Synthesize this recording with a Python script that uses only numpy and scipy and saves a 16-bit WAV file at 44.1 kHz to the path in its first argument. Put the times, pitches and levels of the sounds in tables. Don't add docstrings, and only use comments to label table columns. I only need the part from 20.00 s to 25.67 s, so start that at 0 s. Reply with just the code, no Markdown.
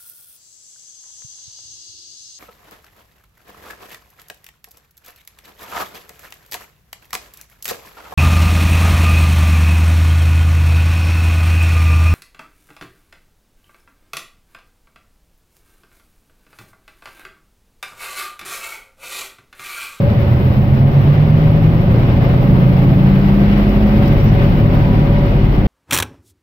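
import sys
import numpy as np
from scipy import signal
from scipy.fft import rfft, irfft, next_fast_len
from scipy.io import wavfile
from scipy.ndimage import uniform_filter1d, minimum_filter1d

SR = 44100
rng = np.random.default_rng(int(sys.argv[2]) if len(sys.argv) > 2 else 0)


def unload_wav(signal):
    wavfile.write(
        sys.argv[1],
        SR,
        np.round(np.clip(np.atleast_2d(signal).T, -1, 1) * 32767).astype(np.int16),
    )


N = 250047
TIME = np.arange(N) / SR

# t/s, f/Hz
CRANK_HZ = [(0, 20.1), (.74, 23.1), (1, 24), (1.97, 28), (2.71, 30.78), (3.45, 33.48), (4.19, 35.98),
            (4.62, 36.55), (5.2, 35.8), (5.42, 35), (5.67, 33.5)]
# multiple of own speed, level under load/dB, change off throttle/dB
CRANK_ORDERS = [(1, -20, 6.5), (3, -23.5, 4), (4, -22, 5), (5, -20, -0.5), (6, -14, -13)]
SHAFT_ORDERS = [(1, -18, 0.5), (2, -14, 1.5), (3, -14.5, 0), (4, -14, -1)]
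# f/Hz, gain/dB
ENGINE_PATH_DB = [(22, -10.5), (36, -6.5), (62, -12), (86, 3.5), (98, -2.5), (126, -8), (150, 2), (162, 0),
                  (173, -10.5), (183, -1.5), (200, 1.5), (215, -1)]
SHAFT_PATH_DB = [(28, -22), (39, -5), (44, -5.5), (49, 3), (58, -17.5), (95, -13.5), (105, -3.5), (124, -1),
                 (132, 2.5), (138, 0), (145, -11), (160, -14.5), (205, -10.5)]
WEAK_MULTIPLES = (1.235, 1.835, 2, 3.373, 3.635, 4.42, 5.248, 7.075, 8, 8.523, 9, 9.213, 9.777, 10, 10.885,
                  11.32, 12, 13, 14, 15.643, 15.8, 17, 21.1)
WEAK_LEVELS_DB = [-36, -32.5, -26.5, -31, -28.5, -33.5, -32.5, -28, -35.5, -34, -29.5, -36, -37, -42.5, -33,
                  -41, -41, -41.5, -41, -45.5, -47, -42, -39]
# f/Hz, gain/dB
AIR_MODES_DB = [(36, -8), (55, 0), (150, 0), (178, -4), (212, 6), (232, -3), (268, 4), (290, 1), (325, -4),
                (350, -1), (372, 4), (410, -2), (450, -6), (520, -4), (570, -2), (630, -5)]
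# t/s, relative level/dB
PANEL_ENVELOPE = [(0, -18.5), (.4, -29.5), (1, -31.5), (1.75, -26), (2.05, -30), (2.25, -25.5),
                  (2.7, -29.5), (3.5, -34), (3.7, -27.5), (4.6, -26.5), (4.95, -26), (5.2, -24),
                  (5.45, -35), (5.67, -28)]
ROAD_ENVELOPE = [(0, -15), (.4, -22), (.7, -16), (1.1, -21), (2.6, -19.5), (2.95, -19.5), (3.8, -25),
                 (4.1, -14), (4.6, -15), (5.3, -21.5), (5.67, -19)]
JINGLE_ENVELOPE = [(0.0, -55.5), (0.63, -52.5), (0.76, -55), (2.12, -55), (2.46, -53), (3.5, -53),
                   (3.58, -52.5), (4.55, -53), (5.67, -56)]
# f/Hz, relative level/dB
ROAD_SPECTRUM = [(12, -13), (20, 1.5), (35, -9.5), (52, -4.5), (70, -2), (88, 1.5), (130, 9.5), (165, 3.5),
                 (215, 5.5), (270, -13), (340, -13.5)]
ROAR_SPECTRUM = [(220, -9.5), (280, -3.5), (330, 0.5), (400, -2.5), (460, -5), (520, -1), (630, -9),
                 (790, -8.5), (900, -11), (1100, -15), (1400, -27.5)]
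CLATTER_SPECTRUM = [(800, -12), (1200, 0.5), (1500, -0.5), (1950, -0.5), (2300, -1), (2800, -4),
                    (3400, -8.5), (4200, -13), (5000, -17.5), (5750, -23), (6150, -31), (8000, -36.5),
                    (10000, -38)]
JINGLE_SPECTRUM = [(8000, -28), (10200, -20.5), (11000, -10), (12200, -2.5), (13500, -1.5), (15200, -6),
                   (16000, 0.5)]
TICK_SPECTRUM = [(2500, -11.5), (5000, 6), (6800, -12.5), (8500, -22), (10500, -14.5), (12500, -1),
                 (15000, 1.5), (16000, -3)]
# f/Hz, width/Hz, gain/dB
COACHWORK_MODES = [(294, 37, 2), (394, 12, 7), (524, 22, -1), (662, 51, 3.5), (754, 8.3, 4.5)]
# t/s, level/dB, decay/s
FITTING_TICKS = [(.749, -47.5, 0.0079), (.791, -47, .01), (1.63, -52.5, 0.0086), (3.446, -54, 0.014),
                 (3.691, -45, 0.014), (4.055, -45, 0.017), (4.078, -39, 0.0084), (4.429, -47, 0.012),
                 (5.04, -57, .01), (5.185, -50, .014), (5.308, -54, 0.016)]
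# t/s, f/Hz, level/dB, half length/s, relative pitch scatter
FITTING_SQUEAKS = [(4.09, 15000, -48, .014, .002), (4.243, 15150, -42, .012, .002),
                   (4.21, 5450, -49, .025, .02), (4.29, 5600, -49, .03, .02)]
# f/Hz, side minus mid/dB
WIDTH_DB = [(30, -26), (50, -16), (75, -14), (200, -18.5), (380, -9.5), (700, -6.5), (1200, 3.5),
            (2400, 0.5), (4400, 0.5), (8000, -0.5), (15000, 0.5)]
# f/Hz, left minus right/dB
BALANCE_DB = [(60, 0.5), (500, 1), (1700, 0.5), (2800, 5), (4200, -1), (5200, -8), (6400, -7), (9800, 2.5),
              (15000, 6)]


def from_db(db):
    return 10 ** (np.asarray(db) / 20)


def unit_rms(x):
    return x / np.sqrt(np.mean(x ** 2) + 1e-20)


def in_time(table):
    return np.interp(TIME, *np.transpose(table))


def at_hz(table, hz):
    table_hz, value = np.transpose(table)
    return np.interp(np.log(hz), np.log(table_hz), value)


def drift(rate_hz):
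    hop, settle = 40, 2000
    pole = np.exp(-2 * np.pi * rate_hz * hop / SR)
    white = rng.standard_normal(N // hop + settle + 2)
    slow = signal.lfilter([1], [1, -2 * pole, pole * pole], white)[settle:]
    return np.interp(np.arange(N) / hop, np.arange(len(slow)), unit_rms(slow))


def swell(at_s, half_length_s):
    return np.exp(-((TIME - at_s) / half_length_s) ** 4)


def off_throttle(at_s=3.87, ramp_s=.3):
    return np.clip((TIME - at_s) / ramp_s, 0, 1)


def tone(turns, order, flutter):
    wave = np.exp(2j * np.pi * (order * turns + rng.random()))
    mid = wave * (1 + flutter * (drift(6) + 1j * drift(6))) / np.sqrt(1 + 2 * flutter ** 2)
    mean_hz = order * turns[-1] / TIME[-1]
    side = -1j * mid * from_db(at_hz(WIDTH_DB, mean_hz)) * np.exp(1j * drift(.95))
    return np.sqrt(2) * np.array([(mid + side).real, (mid - side).real])


def cabin_noise(spectrum, modes=()):
    size = next_fast_len(N, True)
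    hz = np.maximum(np.arange(size // 2 + 1) * SR / size, 1)
    mid, side = rfft(rng.standard_normal((2, size)))
    side *= from_db(at_hz(WIDTH_DB, hz))
    octaves_outside = np.abs(np.log2(hz / np.clip(hz, spectrum[0][0], spectrum[-1][0])))
    modes_db = sum(db / (1 + (2 * (hz - mode_hz) / width_hz) ** 2) for mode_hz, width_hz, db in modes)
    shape_db = at_hz(spectrum, hz) + modes_db - 30 * octaves_outside
    grid_hz = np.arange(0, SR / 2, 18)
    ripple = np.array([np.interp(hz, grid_hz, row) for row in rng.standard_normal((2, len(grid_hz)))])
    ripple_db = 2.2 * ripple * np.minimum(hz / 800, 1)
    sign = np.array([[1], [-1]])
    gain = from_db(shape_db + ripple_db + sign * at_hz(BALANCE_DB, hz) / 2)
    noise = irfft((mid + sign * side) * gain, size)[:, :N]
    return noise / np.std(noise.mean(axis=0))


def drone(turns, speed_hz, orders, path):
    total = 0
    for order, load_db, change_db in orders:
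        level_db = load_db + change_db * off_throttle() + at_hz(path, order * speed_hz)
        total += from_db(level_db) * tone(turns, order, flutter=.1)
    return total


def weak_tones(turns, crank_hz, off_throttle_db=-.5):
    total = 0
    for order, db in zip(WEAK_MULTIPLES, WEAK_LEVELS_DB):
        total += from_db(db + at_hz(AIR_MODES_DB, order * crank_hz)) * tone(turns, order, flutter=.3)
    return from_db(off_throttle_db * off_throttle()) * total


def gear_whine(turns, teeth=27, base_db=-49, overrun_db=11):
    level_db = base_db + overrun_db * swell(at_s=4.96, half_length_s=.34)
    return from_db(level_db) * tone(turns, teeth, flutter=.15)


def panel(note_hz=566.4, wander_hz=3.5, sway_hz=23, trim_db=-4.5):
    cycles = np.cumsum(note_hz + wander_hz * (drift(2) + drift(25))) / SR
    sway_cycles = np.cumsum(sway_hz + 3 * drift(4)) / SR
    tremble = 1 + .5 * np.cos(2 * np.pi * sway_cycles)
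    return from_db(in_time(PANEL_ENVELOPE) + trim_db) * tremble * tone(cycles, order=1, flutter=.3)


def road_rumble():
    return from_db(in_time(ROAD_ENVELOPE)) * cabin_noise(ROAD_SPECTRUM)


def firing_throb(turns, depth, cylinders=6):
    strength = 1 + .3 * rng.standard_normal(cylinders)
    firings = cylinders * turns
    puffs = strength[firings.astype(int) % cylinders] * np.sin(np.pi * firings) ** 2
    return unit_rms(1 + depth * puffs)


def engine_roar(turns, speed_octaves, cruise_db=-25.5, db_per_octave=2):
    level_db = cruise_db + db_per_octave * speed_octaves + 1.5 * swell(at_s=2.3, half_length_s=.42)
    return from_db(level_db) * cabin_noise(ROAR_SPECTRUM, COACHWORK_MODES) * firing_throb(turns, .36)


def engine_clatter(turns, speed_octaves, cruise_db=-36.5, db_per_octave=3.5):
    level_db = cruise_db + db_per_octave * speed_octaves + .75 * drift(2.8)
    return from_db(level_db) * cabin_noise(CLATTER_SPECTRUM) * firing_throb(turns, .25)


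def jingle(trim_db=2):
    return from_db(in_time(JINGLE_ENVELOPE) + trim_db + .9 * drift(35)) * cabin_noise(JINGLE_SPECTRUM)


def ticks():
    envelope = sum(from_db(db) * (TIME >= at_s) * np.exp(-np.abs(TIME - at_s) / decay_s)
                   for at_s, db, decay_s in FITTING_TICKS)
    return envelope * cabin_noise(TICK_SPECTRUM)


def squeaks():
    total = 0
    for at_s, hz, db, half_length_s, scatter in FITTING_SQUEAKS:
        cycles = np.cumsum(hz * (1 + scatter * drift(200))) / SR
        envelope = from_db(db) * np.exp(-((TIME - at_s) / half_length_s) ** 2)
        total += envelope * np.sqrt(2) * np.sin(2 * np.pi * (cycles + rng.random((2, 1))))
    return total


def scene(shaft_ratio=1.415, cruise_hz=30):
    crank_hz = in_time(CRANK_HZ)
    turns = np.cumsum(crank_hz) / SR
    speed_octaves = np.log2(crank_hz / cruise_hz)
    engine = drone(turns, crank_hz, CRANK_ORDERS, ENGINE_PATH_DB)
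    shaft = drone(shaft_ratio * turns, shaft_ratio * crank_hz, SHAFT_ORDERS, SHAFT_PATH_DB)
    tones = engine + shaft + weak_tones(turns, crank_hz) + gear_whine(turns) + panel()
    road = road_rumble()
    shaken = engine_roar(turns, speed_octaves) + engine_clatter(turns, speed_octaves) + jingle()
    jolts = from_db(.84 * drift(28))
    return tones + road + jolts * shaken + ticks() + squeaks()


def record(dry, ceiling=.97, window_samples=300, fade_s=.003, cutoff_hz=15750):
    safe_gain = np.minimum(1, ceiling / (np.abs(dry).max(axis=0) + 1e-9))
    gain = uniform_filter1d(minimum_filter1d(safe_gain, window_samples), window_samples)
    from_edge_s = np.minimum(TIME, TIME[-1] - TIME)
    fade = np.sin(np.pi / 2 * np.minimum(from_edge_s / fade_s, 1)) ** 2
    lowpass = signal.ellip(12, .05, 80, cutoff_hz, fs=SR, output="sos")
    return signal.sosfilt(lowpass, dry * gain * fade)


dry = scene()
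out = record(dry)
unload_wav(out)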